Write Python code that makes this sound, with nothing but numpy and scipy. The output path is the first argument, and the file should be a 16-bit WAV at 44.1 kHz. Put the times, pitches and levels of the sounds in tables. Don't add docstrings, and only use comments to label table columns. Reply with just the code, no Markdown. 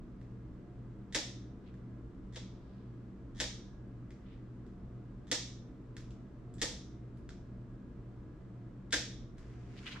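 import sys
import numpy as np
from scipy import signal
from scipy.fft import rfft, irfft
from scipy.io import wavfile
from scipy.ndimage import uniform_filter1d

SR = 44100
rng = np.random.default_rng(int(sys.argv[2]) if len(sys.argv) > 2 else 0)


def transcribe(signal):
    frames = np.atleast_2d(signal).T
    limited = np.clip(frames, -1, 1)
    pcm = np.round(limited * 32767).astype(np.int16)
    wavfile.write(sys.argv[1], SR, pcm)


N = 441000
SHOT = 32768

# (frequency [Hz], relative level [dB])
AIR_COLOUR = [(10, -25), (28, -1.5), (62, 0), (78, -9.5), (105, -7), (330, -10.5), (400, -14.5),
              (750, -29.5), (1250, -28.5), (2200, -40.5), (4500, -49), (8200, -54.5), (9000, -65),
              (15000, -69)]
# (frequency [Hz], width [Hz], boost [dB])
DUCT_BOOM = [(191.2, 17.4, 10), (237.7, 8, 8.5), (265.3, 5.3, 7), (308, 22, 5), (350.5, 10, 4.5)]
# (frequency [Hz], rms level [dB])
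MOTOR_HUM = [(59.05, -61.5), (107.7, -72), (118.09, -58.4), (120.03, -54.1), (128.67, -59.8),
             (195.76, -63.6), (240.06, -70.4), (257.3, -71)]
# (frequency [Hz], rms level [dB])
FAN_WHINES = [(452.2, -72.5), (592.2, -79), (651.4, -82), (710.6, -78.5), (1007, -84), (1653, -84.5),
              (2008, -91), (2126, -97)]
# (frequency [Hz], relative level [dB])
CLOTH_COLOUR = [(500, -15), (1000, -2.5), (2000, 2), (3500, -8), (7000, -11.5), (10000, -28), (14000, -41)]
# (time [s], level [dB], centre [Hz], rise and fall time [s])
FOLD_SWISHES = [(1.677, -70, 2600, .016), (2.72, -80.5, 3200, 0.12), (4.311, -70, 2500, 0.037),
                (9.784, -56, 3070, .008), (9.875, -44, 2440, 0.0089), (9.926, -48.5, 2740, .01),
                (9.968, -49.5, 1390, 0.01)]
# (time [s], level [dB], knock [dB], fizz [dB], knock pitch [Hz])
HANDLE_TICKS = [(0.214, -75, 5, -14, 1900), (1.7405, -78, 11, -21, 1550), (4.106, -67, 4, -17, 1980),
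                (4.665, -76, -0.5, -13, 1550), (5.967, -54.5, 1.5, -14.5, 1690),
                (6.1066, -67, -5, -16, 2800), (6.5395, -70, 6.5, -5, 7730), (7.172, -77, -3, -3, 1820),
                (7.291, -57.5, 2.5, -28, 1500), (9.382, -66.5, 0, -11, 1750), (9.5, -78, 9, -10, 1660)]
# (time [s], snap level [dB], knock [dB], fizz [dB],
# thud [dB], knock pitch [Hz], steel tilt [dB/octave], bite length [s], bite level [dB], bite growth [dB])
NAIL_CUTS = [(1.1473, -30, -3.5, -18, -2.5, 1850, -2, 0.024, -52, -6),
             (2.3598, -47, -5.5, -29, 1, 1800, -6, 0.037, -68, 11.5),
             (3.401, -32, -4.5, -18.5, -3, 1790, -2.5, 0.053, -69, 18.5),
             (5.3147, -29, -6.5, -19, -4.5, 1850, -0.5, .045, -67, -1),
             (6.6162, -31, -5.5, -16, -2, 1830, 0, 0.035, -61.5, -2),
             (8.9277, -28, -0.5, -17.5, -5, 1660, -2.5, 0.021, -59, 23)]
# (frequency [Hz], width [Hz], boost [dB])
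NAIL_CREAK = [(1850, 400, 5.5), (3440, 610, 7)]
# (frequency [Hz], relative level [dB])
FRACTURE_FIZZ = [(1000, -41), (5000, -35.5), (8000, -5.5), (9500, -3.5), (11000, -9.5), (13000, -15),
                 (15500, -29)]
# (frequency [Hz], width [Hz], relative level [dB])
STEEL_MODES = [(2507, 1500, -12), (3500, 720, 5), (4030, 360, -5.5), (4800, 470, -3), (5360, 710, -2),
               (6340, 1600, -1.5), (7330, 1600, 2.5)]
# (frequency [Hz], width [Hz], relative level [dB])
THUD_MODES = [(310.5, 49, 2.5), (492, 62, 1.5), (590, 190, -4), (866, 185, -4), (1249, 235, 0.5)]
# (frequency [Hz], width [Hz], boost [dB])
SNAP_RESONANCES = [(1595, 35, 5), (1838, 60, 4), (2248, 30, 5), (3240, 30, 3), (3616, 40, 4),
                   (3920, 45, 3.5), (4445, 30, 3.5), (5540, 100, 4), (5982, 40, 5.5), (6299, 30, 4),
                   (6743, 30, 5), (8400, 150, 4)]
# (delay [s], relative level [dB])
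REFLECTIONS = [(.0046, -1), (.0113, -4), (.0137, -5), (.0172, -7), (.031, -11), (.0395, -9)]
# (frequency [Hz], time to fall 60 dB [s], relative level [dB])
ROOM_TAIL = [(298.4, 0.46, -5), (804, 0.37, 2.5), (1733, 0.41, -7), (2424, .45, 1), (3000, 0.45, -0.5),
             (3700, 0.53, -2), (4500, 0.43, 3), (5830, 0.5, 3.5), (8000, 0.38, -0.5), (13030, 0.33, -1)]
# (frequency [Hz], left-right correlation [0-1])
DIFFUSE_IMAGE = [(30, 0.9), (250, 0.95), (600, 0.78), (1400, 0.45), (2400, 0.44), (4400, 0.2), (8000, 0),
                 (14000, 0.2)]
# (frequency [Hz], left minus right [dB])
STEREO_LEAN = [(300, 0), (1300, -.6), (2500, 1), (3900, .6), (4600, -1.2), (6200, -2), (7700, .7),
               (8600, -5), (9700, -7), (11500, -1.7), (13000, -2.2), (14000, -5)]


def amp(db):
    return 10 ** (np.asarray(db) / 20)


def unit(x):
    return x / np.sqrt(np.mean(abs(x) ** 2) + 1e-30)


def curve(points, hz, column=1):
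    table = np.transpose(points)
    return np.interp(np.log(hz + 1), np.log(table[0] + 1), table[column])


def add(mix, start_s, sound):
    part = mix[:, round(start_s * SR):][:, :sound.shape[1]]
    part += sound[:, :part.shape[1]]


def modes(table, hz):
    return unit(sum(amp(db) / np.sqrt(w) * 1j * hz * w / (f * f - hz * hz + 1j * hz * w)
                    for f, w, db in table))


def boosts(table, hz):
    return sum(db / (1 + (2 * (hz - f) / w) ** 2) for f, w, db in table)


def struck(gain):
    log = np.log(np.maximum(gain, gain.max() * 1e-5))
    phase = -signal.hilbert(np.r_[log, log[-2:0:-1]]).imag[:len(log)]
    return np.exp(log + 1j * phase)


def one_shot(spectrum):
    return irfft(spectrum) * np.clip(np.linspace(3, -1, SHOT), 0, 1)


def spread(pair):
    alike = np.clip(curve(DIFFUSE_IMAGE, np.fft.rfftfreq(pair.shape[1], 1 / SR)), -.99, .99)
    mid, side = rfft(pair) * np.sqrt([(1 + alike) / 2, (1 - alike) / 2])
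    return irfft([mid + side, mid - side], pair.shape[1])


def ventilation(air_db=-50.5, rumble_hz=90, swell_db=2, swell_hz=5, throb_s=2.42, waver_hz=3):
    hz, t = np.fft.rfftfreq(N, 1 / SR), np.arange(N) / SR
    colour = amp(curve(AIR_COLOUR, hz) + boosts(DUCT_BOOM, hz))
    air = unit(irfft(rfft(spread(rng.standard_normal((2, N)))) * colour, N))
    rumble = irfft(rfft(air) / (1 + (hz / rumble_hz) ** 6), N)
    swell = unit(irfft(rfft(rng.standard_normal(N)) / (1 + (hz / swell_hz) ** 4), N))
    air = air + rumble * (unit(amp(swell_db * swell)) - 1)
    hum = sum(amp(db) * np.sqrt(2) * np.sin(2 * np.pi * f * (t - throb_s)) for f, db in MOTOR_HUM)
    bands = sum(amp(db) * unit(np.exp(-np.minimum(abs(hz - f) / waver_hz, 20))) for f, db in FAN_WHINES)
    whine = irfft(rfft(spread(rng.standard_normal((2, N)))) * bands, N)
    return amp(air_db) * air + hum + whine


def reverb(attack_s=0.0033):
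    hz, t, noise = signal.stft(rng.standard_normal((2, SHOT)), SR, nperseg=256)
    fall_db = curve(ROOM_TAIL, hz, column=2)[:, None] - 60 * t / curve(ROOM_TAIL, hz)[:, None]
    tail = signal.istft(noise * amp(fall_db), SR, nperseg=256)[1][:, :SHOT]
    attack = 1 - np.exp(-np.arange(SHOT) / SR / attack_s)
    return unit(rfft(spread(tail * attack)))


def early_paths(echo_db=0, left_lag_s=.000045, scatter_s=0.000293):
    hz, lag = np.fft.rfftfreq(SHOT, 1 / SR), np.array([[left_lag_s], [0]])
    paths = np.exp(-2j * np.pi * hz * lag)
    for delay, db in REFLECTIONS:
        shift, angle = rng.standard_normal(2)
        arrival = delay + scatter_s * shift + lag * (1 + angle)
        paths = paths + amp(db + echo_db) * np.exp(-2j * np.pi * hz * arrival)
    return paths


def fibre_grains(colour, grain_db=3, grains_per_s=5000):
    size = amp(grain_db * np.minimum(rng.exponential(1, (2, SHOT)), 4)) * rng.standard_normal((2, SHOT))
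    grains = size * (rng.random((2, SHOT)) < grains_per_s / SR)
    return unit(irfft(rfft(spread(grains)) * colour))


def clothes(rub_s=9.37, rub_db=-72.5, surge_s=9.89, surge_db=-54.5, rise_s=0.063, fall_s=.06, room_db=-6):
    out, t, hz = np.zeros((2, N)), np.arange(SHOT) / SR, np.fft.rfftfreq(SHOT, 1 / SR)
    since_peak, middle = rub_s + t - surge_s, t.mean()
    surge = np.exp(np.minimum(since_peak / rise_s, -since_peak / fall_s))
    add(out, rub_s, fibre_grains(amp(curve(CLOTH_COLOUR, hz))) * (amp(rub_db) + amp(surge_db) * surge))
    for s, db, centre_hz, fade_s in FOLD_SWISHES:
        colour = 1 / (1 + (np.log2((hz + 1) / centre_hz) / 0.69) ** 4)
        add(out, s - middle, amp(db) * fibre_grains(colour) / np.cosh((t - middle) / fade_s))
    return out + amp(room_db) * signal.fftconvolve(out, one_shot(reverb()), axes=1)[:, :N]


def crunch(decay_s):
    age = np.arange(SHOT) / SR / decay_s
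    burst = rfft(rng.standard_normal(SHOT) * np.sqrt(age) * np.exp(-age))
    return burst / np.sqrt(uniform_filter1d(abs(burst) ** 2, size=200))


def clipper_hit(knock_db, fizz_db, knock_hz, tilt_db=0, knock_width_hz=600, knock_low_hz=1300,
                steel_low_hz=2500, steel_top_hz=8200):
    hz = np.fft.rfftfreq(SHOT, 1 / SR)
    power = sum(amp(db) ** 2 / w / (1 + (2 * (hz - f) / w) ** 2) for f, w, db in STEEL_MODES)
    power = power / (1 + (hz / steel_top_hz) ** 20) / (1 + (steel_low_hz / (hz + 1)) ** 4)
    steel = unit(np.sqrt(power) * amp(tilt_db * np.log2(hz / steel_low_hz + 1e-3)))
    peak = abs(modes([(knock_hz, knock_width_hz, 0)], hz)) ** 2
    knock = amp(knock_db) * unit(peak / (1 + (knock_low_hz / (hz + 1)) ** 10))
    fizz = amp(fizz_db - 1) * unit(amp(curve(FRACTURE_FIZZ, hz)))
    return struck(np.sqrt(steel ** 2 + knock ** 2 + fizz ** 2))


def handle_ticks(gain_db=23.5):
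    out = np.zeros((2, N))
    spaces = [crunch(decay_s=.0008) * early_paths(echo_db=-7) + reverb() for _ in range(4)]
    for k, (s, db, knock_db, fizz_db, knock_hz) in enumerate(HANDLE_TICKS):
        tick = clipper_hit(knock_db + 0.5, fizz_db, knock_hz,
                           knock_width_hz=800, knock_low_hz=1050, steel_low_hz=1700)
        add(out, s, amp(db) * one_shot(tick * spaces[k % len(spaces)]))
    return amp(gain_db) * out


def blade_bites(gain_db=23.5, slip_gap_s=.009, scatter_s=.002, lead_s=.004):
    out, hz = np.zeros((2, N)), np.fft.rfftfreq(SHOT, 1 / SR)
    hit = clipper_hit(knock_db=-4, fizz_db=-18, knock_hz=1850, tilt_db=2)
    slip = unit(hit * struck(amp(boosts(NAIL_CREAK, hz))))
    for snap_s, *_, length_s, db, growth_db in NAIL_CUTS:
        squeeze = np.linspace(0, 1, max(round(length_s / slip_gap_s), 2))
        times = squeeze * (length_s - lead_s) + scatter_s * rng.random(size=16)[:len(squeeze)]
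        row = sum(amp(db + growth_db * q) * np.exp(-2j * np.pi * hz * t) for q, t in zip(squeeze, times))
        space = crunch(decay_s=.0012) * early_paths(echo_db=-5) + amp(3) * reverb()
        add(out, snap_s - length_s, one_shot(slip * row * space))
    return amp(gain_db) * out


def nail_snaps(gain_db=19.5, thud_trim_db=-2, thud_delay_s=0.00412, thud_top_hz=1100):
    out, hz = np.zeros((2, N)), np.fft.rfftfreq(SHOT, 1 / SR)
    body = unit(modes(THUD_MODES, hz) / (1 + 1j * hz / thud_top_hz) ** 2)
    late_body = body * np.exp(-2j * np.pi * hz * thud_delay_s)
    rings = struck(amp(boosts(SNAP_RESONANCES, hz)))
    for s, db, knock_db, fizz_db, thud_db, knock_hz, tilt_db, *_ in NAIL_CUTS:
        snap = clipper_hit(knock_db, fizz_db, knock_hz, tilt_db) * rings
        thud = amp(thud_db + thud_trim_db) * late_body
        space = crunch(decay_s=.0007) * early_paths() + amp(5.5) * reverb()
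        add(out, s, amp(db) * one_shot((snap + thud) * space))
    return amp(gain_db) * out


def scene():
    return nail_snaps() + blade_bites() + handle_ticks() + clothes() + ventilation()


def record(dry, cutoff_hz=15600):
    lean_db = curve(STEREO_LEAN, np.fft.rfftfreq(N, 1 / SR))
    impulse = np.fft.fftshift(irfft(amp([lean_db / 2, -lean_db / 2]), N), axes=1)
    coloured = signal.oaconvolve(dry, impulse[:, N // 2 - 128:N // 2 + 129], "same", axes=1)
    lowpass = signal.firwin(511, cutoff_hz, window=("kaiser", 9), fs=SR)
    return signal.oaconvolve(coloured, lowpass[None], "same")


dry = scene()
out = record(dry)
transcribe(out)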